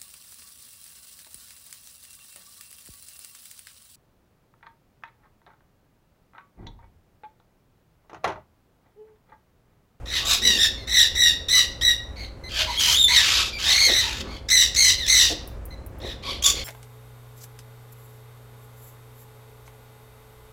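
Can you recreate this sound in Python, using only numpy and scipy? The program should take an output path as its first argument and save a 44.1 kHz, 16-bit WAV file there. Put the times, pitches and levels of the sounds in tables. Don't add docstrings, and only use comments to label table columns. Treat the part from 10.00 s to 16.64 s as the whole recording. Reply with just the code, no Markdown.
import sys
import numpy as np
from scipy import signal
from scipy.fft import rfft, irfft
from scipy.io import wavfile
from scipy.ndimage import uniform_filter1d

SR = 44100
rng = np.random.default_rng(int(sys.argv[2]) if len(sys.argv) > 2 else 0)


def output_pcm(signal):
    pcm = np.clip(np.atleast_2d(signal).T, -1, 1) * 32767
    wavfile.write(sys.argv[1], SR, np.round(pcm).astype(np.int16))


N = 292824
TIME = np.arange(N) / SR


def undb(db):
    return 10 ** (np.asarray(db) / 20)


def unit(x):
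    return x / np.sqrt(np.mean(x ** 2))


def steady(x, size=1300):
    return x / np.sqrt(np.abs(uniform_filter1d(x ** 2, size)) + 1e-12)


def curves(rows):
    s, *columns = np.transpose(rows)
    return [np.interp(TIME, s, c) for c in columns]


def colour(x, points):
    hz, db = np.transpose(points)
    bins = np.maximum(np.fft.rfftfreq(N, 1 / SR), 1)
    gain = undb(np.interp(np.log(bins), np.log(hz), db))
    return irfft(rfft(x) * gain, N)


def below(x, hz):
    return signal.sosfiltfilt(signal.butter(6, hz, fs=SR, output="sos"), x)


def noise():
    return rng.standard_normal(N)


def wobble(hz):
    slowing = 1 + (np.fft.rfftfreq(N, 1 / SR) / hz) ** 4
    return unit(irfft(rfft(noise()) / slowing, N))


def swell(s, length):
    return np.exp(-((TIME - s) / length) ** 2)


def appliance(rumble_db=0):
    # frequency_hz, relative_density_db
    room_tone = [(15, -17), (25, -3.5), (76, 0), (161, -15), (249, -15), (516, -18), (887, -25),
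                 (1190, -28), (2280, -35.5), (3620, -46), (7920, -49), (16000, -59.5)]
    # frequency_hz, rms_level_db
    hum_lines = [(58, -43), (119, -60), (538, -57)]
    room_tone_db = -39
    hum = np.zeros(N)
    for hz, db in hum_lines:
        hum += undb(db) * np.sqrt(2) * np.sin(2 * np.pi * hz * TIME + 0.67 * wobble(3.4))
    swaying = undb(.8 * wobble(4))
    return hum + undb(room_tone_db + rumble_db) * unit(colour(noise(), room_tone)) * swaying


def room(x, wet_db=-10, early_db=-9):
    t60_low_s, t60_high_s, gap_s = .42, .3, .005
    t, hiss = TIME[:SR], rng.standard_normal(SR)
    low = below(hiss, 6000)
    tail = low * undb(-60 * t / t60_low_s) + .8 * (hiss - low) * undb(-60 * t / t60_high_s)
    tail = tail * np.clip(t / gap_s - 1, 0, 1)
    response = undb(wet_db) * tail / np.linalg.norm(tail)
    lags = rng.integers(40, 400, size=6)
    response[lags] += undb(early_db) * rng.choice([-1, 1], len(lags)) / np.sqrt(len(lags))
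    return x + signal.fftconvolve(x, response)[:N]


def ticks(decay_s=0.0057, tick_db=0):
    # start_s, onset_level_db
    tick_times = [(5.4752, -36.5), (5.654, -36.5), (5.8634, -41), (5.9853, -47.5)]
    # frequency_hz, relative_level_db
    tick_colour = [(1000, -30), (4000, -24), (7000, -8), (10500, 9), (13000, 12), (16000, 8.5)]
    snap = np.zeros(N)
    for s, db in tick_times:
        snap += undb(db) * (TIME >= s) * np.exp(-np.abs(TIME - s) / decay_s)
    return undb(tick_db) * snap * unit(colour(noise(), tick_colour))


def fingers(grip_db=4.5, spread=1.534):
    # middle_s, half_length_s, level_db, centre_hz
    rubs = [(0.28, 0.092, -42, 835), (0.481, 0.079, -37.5, 282), (0.575, 0.026, -41, 368),
            (3.41, 0.12, -48.5, 402.7), (3.903, 0.031, -30, 434), (4.25, 0.082, -40.5, 261),
            (4.291, 0.065, -43.5, 819), (5.32, 0.019, -30.5, 402), (6.053, 0.032, -36.5, 422.3),
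            (6.318, 0.068, -42.5, 383), (6.567, 0.085, -42, 382.5)]
    out = np.zeros(N)
    slip = noise() * undb(grip_db * wobble(70))
    ratio = max(spread, 1.1)
    for s, length, db, hz in rubs:
        band = signal.butter(2, [hz / ratio, hz * ratio], "band", fs=SR, output="sos")
        out += undb(db) * swell(s, length) * steady(signal.sosfilt(band, slip))
    return out


def moans(waver=0.057):
    # middle_s, half_length_s, pitch_hz, rms_level_db
    moan_rows = [(0.3, .06, 1150, -39.5), (1.58, .025, 1247, -37.5), (2.626, 0.039, 648, -37),
                 (2.7, 0.027, 960, -32), (2.893, 0.019, 932, -35.5), (3.123, 0.027, 969, -34.5),
                 (4.071, 0.04, 933, -38), (6.29, 0.039, 1105, -40), (6.477, 0.034, 1164, -36.5)]
    clock = np.cumsum(1 + waver * wobble(90)) / SR
    out = np.zeros(N)
    for s, length, hz, db in moan_rows:
        out += undb(db) * swell(s, length) * np.sqrt(2) * np.sin(2 * np.pi * hz * clock)
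    return out


def gate(t, start, end, attack_s=0.0047):
    opening = np.clip((t - start) / attack_s + .5, 0, 1)
    return opening * np.clip((end - t) / (2 * attack_s) + .5, 0, 1)


def whimper(t, start, length, db, first_hz, last_hz):
    rough, split, beak_db = .32, .15, -18
    pitch_hz = np.interp(t, [start, start + length], [first_hz, last_hz])
    return undb(db) * gate(t, start, start + length), pitch_hz, rough, split, beak_db


def scream(t, rows):
    s, *columns = np.transpose(rows)
    db, *state = [np.interp(t, s, c) for c in columns]
    return undb(db) * gate(t, s[0], s[-1]), *state


def squawk(t, start, attack, hold, release, db, pitch_hz, rough, split, beak_db):
    build_s, build_db = .1, 18.5
    fade_db = 18
    settle_share = .3
    scoop, sag_per_s = .1, .58
    start_rough, end_rough = .7, .2
    split_per_s = 5.5
    beak_close_db_per_s = 5
    abrupt_s, catch_lead_s, catch_s, catch_db = .045, 0.01, .004, -8.5

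    since_peak = t - start - attack
    since_middle = since_peak - hold / 2
    slack = np.clip(-since_peak / build_s, 0, 2) ** 1.15
    spent = np.clip((since_peak - hold) / release, 0, 1)
    unsettled = np.exp(-np.maximum(t - start, 0) / (settle_share * attack))
    gain = undb(-build_db * slack - fade_db * spent) * gate(t, start, start + attack + hold + release)
    catch = (attack < abrupt_s) * undb(catch_db) * np.exp(-((t - start + catch_lead_s) / catch_s) ** 2)
    return (undb(db) * (gain + catch),
            pitch_hz * (1 - scoop * unsettled - sag_per_s * since_middle),
            rough + (1 - rough) * (start_rough * unsettled + end_rough * spent),
            split + split_per_s * since_middle,
            beak_db - beak_close_db_per_s * since_middle)


def controls():
    # start_s, attack_s, hold_s, release_s, level_db, pitch_hz,
    # roughness (0-1), subharmonic_strength (0-1), treble_share_db (about 5 to 9 kHz)
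    squawk_rows = [ (0.057, .11, 0.01, 0.095, -23, 1920, 0.73, 0.74, -11),
                   (0.248, 0.069, 0.025, 0.054, -19, 3850, 0.84, .9, -5.5),
                   (0.418, 0.057, 0.02, 0.19, -18.5, 1930, .4, 0.58, -8.5),
                   (0.571, 0.057, 0.032, 0.036, -17, 1810, 0.52, 0.49, -8.5),
                   (0.872, .115, .035, 0.0655, -13.5, 1902, 0.5, 0.34, -8.5),
                   (1.151, 0.077, 0.054, .06, -15.5, 1898, .34, 0.34, -8.5),
                   (1.485, 0.063, 0.049, 0.063, -15, 1975, .42, 0.46, -8),
                   (1.812, .055, .04, 0.05, -17, 1929, 0.29, 0.17, -12),
                   (2.158, 0.048, 0.045, 0.047, -39.5, 2150, 0.71, 0.26, -16.5),
                   (2.46, .145, .015, 0.053, -22, 1530, 0.91, 0.9, -11.5),
                   (2.663, 0.044, .07, .02, -31.5, 2050, 0.76, 0.77, -12),
                   (4.273, 0.046, 0.056, .03, -43.5, 2210, 0.71, 0.78, -14),
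                   (4.501, .028, 0.1, 0.061, -15.5, 1970, .5, 0.32, -4.5),
                   (4.76, 0.042, .1, 0.056, -15.5, 2055, .53, 0.46, -3.5),
                   (5.077, 0.036, 0.11, .11, -15.5, 2005, 0.58, 0.39, -4),
                   (6.002, 0.07, 0.045, 0.051, -37.5, 1930, 0.8, 0.46, -15),
                   (6.226, .07, 0.019, 0.085, -30.5, 1133, 0.7, 0.05, -16),
                   (6.437, 0.01, 0.054, 0.031, -18.5, 3524, 0.7, 0.72, -2.5),
                   (6.551, 0.023, 0.042, 0.036, -35, 2240, 0.8, 0.75, -10.5)]
    # start_s, length_s, level_db, first_pitch_hz, last_pitch_hz
    whimper_rows = [(0.775, 0.071, -45.5, 2185, 2020), (2.438, .055, -40.5, 2046, 2040),
                    (3.529, 0.076, -35, 2371, 2330), (4.983, 0.089, -29.5, 2108, 1660),
                    (5.706, 0.043, -47.5, 2050, 2005)]
    # time_s, level_db, pitch_hz, roughness (clipped to 0-1),
    # subharmonic_strength (0-1), treble_share_db (about 5 to 9 kHz)
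    scream_curves = [
        [(2.775, -23.5, 3283, 0, 0.28, -21), (2.803, -22, 3336, 0.93, 0.98, -4.5),
         (2.83, -20.5, 3020, 0.79, 1, -7), (2.93, -19, 3070, 0.83, 1, -5.5),
         (2.99, -19, 3704, 0.51, 0.07, -14.5), (3.05, -16, 3570, 0.13, .1, -12.5),
         (3.08, -24.5, 3506, 0.07, 0.12, -31)],
        [(3.08, -23, 1970, .68, 0, -10), (3.15, -16.5, 2157, 0.72, 0.68, -10),
         (3.177, -13.5, 1898, 0.62, 0.42, -10.5), (3.23, -21.5, 1748, 0.94, 0.98, -8),
         (3.3, -21.5, 1248, .93, .45, -7), (3.4, -20.5, 1243, 0.95, .25, -9.5),
         (3.5, -37, 1204, .87, .05, -5.5)],
        [(3.585, -34, 1356, .92, 1, -8.5), (3.71, -16.5, 2010, 0.83, 0.51, -8.5),
         (3.78, -20, 2114, 0.76, 0.36, -8), (3.865, -15, 2157, 0.49, 0.38, -7),
         (3.905, -21.5, 1864, 0.84, 0.2, -11), (3.995, -18.5, 2008, 0.55, .3, -7),
         (4.03, -26.5, 1867, 0.9, 0.84, -10.5), (4.22, -40, 1752, 1.13, 0.96, -7)],
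    ]
    # middle_s, half_length_s, level_db
    peaks = [(0.454, 0.003, -20), (0.476, 0.0037, -14), (3.046, .004, -15), (3.171, 0.0039, -21),
             (4.213, 0.011, -38.5), (6.465, 0.0047, -19)]
    t = TIME[::16]
    calls = [squawk(t, *row) for row in squawk_rows]
    calls += [whimper(t, *row) for row in whimper_rows]
    calls += [scream(t, rows) for rows in scream_curves]
    calls = np.array([np.broadcast_arrays(*call) for call in calls])
    strongest = calls[:, 0].argmax(axis=0)
    state = calls[strongest, :, np.arange(len(t))]
    loudness = np.interp(TIME, t, state[:, 0])
    for s, length, db in peaks:
        loudness += undb(db) * swell(s, length)
    sounding = state[:, 0] > 1e-5
    return loudness, *curves(np.column_stack([t, state[:, 1:]])[sounding])


def rasp(phase, count=14):
    # frequency_hz, relative_density_db
    rasp_colour = [(410, -31), (700, -8.5), (1020, -8), (1280, -3), (1380, -1), (2220, -3), (2530, 4.5),
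                   (3790, -3.5), (7200, -3), (8880, -22.5), (11700, -17), (16000, -43)]
    puffs = colour(noise() * (1 + 0.59 * np.cos(phase)), rasp_colour)
    out = np.zeros(N)
    for edge_hz in np.geomspace(1100, 12000, count):
        band = below(puffs, edge_hz)
        puffs = puffs - band
        out += band * undb(3.4 * wobble(22) + 2.0 * wobble(110))
    return unit(out + puffs)


def syrinx(pitch_hz, rough, split, flutter):
    drops = np.minimum(wobble(200) ** 2, 2) - .7
    bend = rough * (.06 * np.minimum(rough, .6) * flutter - .05 * drops + .025 * rough * wobble(45))
    hz = pitch_hz * (1 + bend)
    phase = 2 * np.pi * np.cumsum(hz) / SR
    tone = np.zeros(N)
    for k in range(1, 12):
        slip = 1.3 * rough ** 1.5 * min(k, 4) * wobble(170)
        tone += np.cos(k * phase + slip) * (k * hz < 18000) * undb(2.2 * wobble(120))
    group = np.where(pitch_hz > 2800, 3, 2)
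    slow_phase = phase / group + 1.8 * rough * wobble(200)
    alternation = np.cos(slow_phase) + (group - 2) * np.cos(2 * slow_phase + 1) / 2
    return tone * (1 + 1.2 * split ** 2 * alternation), phase


def lory(flutter_hz=75, voice_db=0, rasp_db=-2, bright_db=0, sheen_db=-16):
    # frequency_hz, relative_gain_db
    throat = [(600, -42), (1100, -14), (1500, -11.5), (2000, -7), (2600, -3), (3300, 1.5), (3900, -0.5),
              (4750, -1), (5800, -6.5), (6700, -9), (7600, -12.5), (8600, -19.5), (9600, -18), (12000, -20),
              (15500, -25.5)]
    loudness, pitch_hz, rough, split, beak_db = controls()
    rough, split = np.clip([rough, split], 0, 1)
    flutter = np.sin(2 * np.pi * np.cumsum(flutter_hz * (1 + 0.1113 * wobble(36.24))) / SR)
    tone, phase = syrinx(pitch_hz, rough, split, flutter)

    chaos = .8 * rough ** 3.5
    voiced = np.sqrt(1 - chaos ** 2) * steady(colour(tone, throat))
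    voice = voiced + chaos * undb(rasp_db) * rasp(phase)
    throb_db = 1.7 * flutter * np.minimum(4 * rough, 1)
    voice = voice * undb(throb_db + 1.2 * wobble(400) + 1.5 * chaos * wobble(90))

    body, upto_sheen = below(voice, 4900), below(voice, 8700)
    share = np.clip(undb(beak_db + bright_db), 0, .9)
    sheen = undb(sheen_db) * share ** .4 * np.where(pitch_hz > 2800, 1.6, 1)
    low_part = np.sqrt(1 - share ** 2) * steady(body)
    treble = share * steady(upto_sheen - body)
    voice = low_part + treble + sheen * steady(voice - upto_sheen)
    return undb(voice_db) * loudness * voice


def scene():
    in_room = ticks() + fingers() + moans() + lory()
    return (appliance() + room(in_room))[None]


def record(dry):
    top_hz = 16100
    rounded = dry / (1 + (dry / .85) ** 4) ** .25
    return signal.sosfilt(signal.ellip(10, .2, 70, top_hz, fs=SR, output="sos"), rounded)


dry = scene()
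out = record(dry)
output_pcm(out)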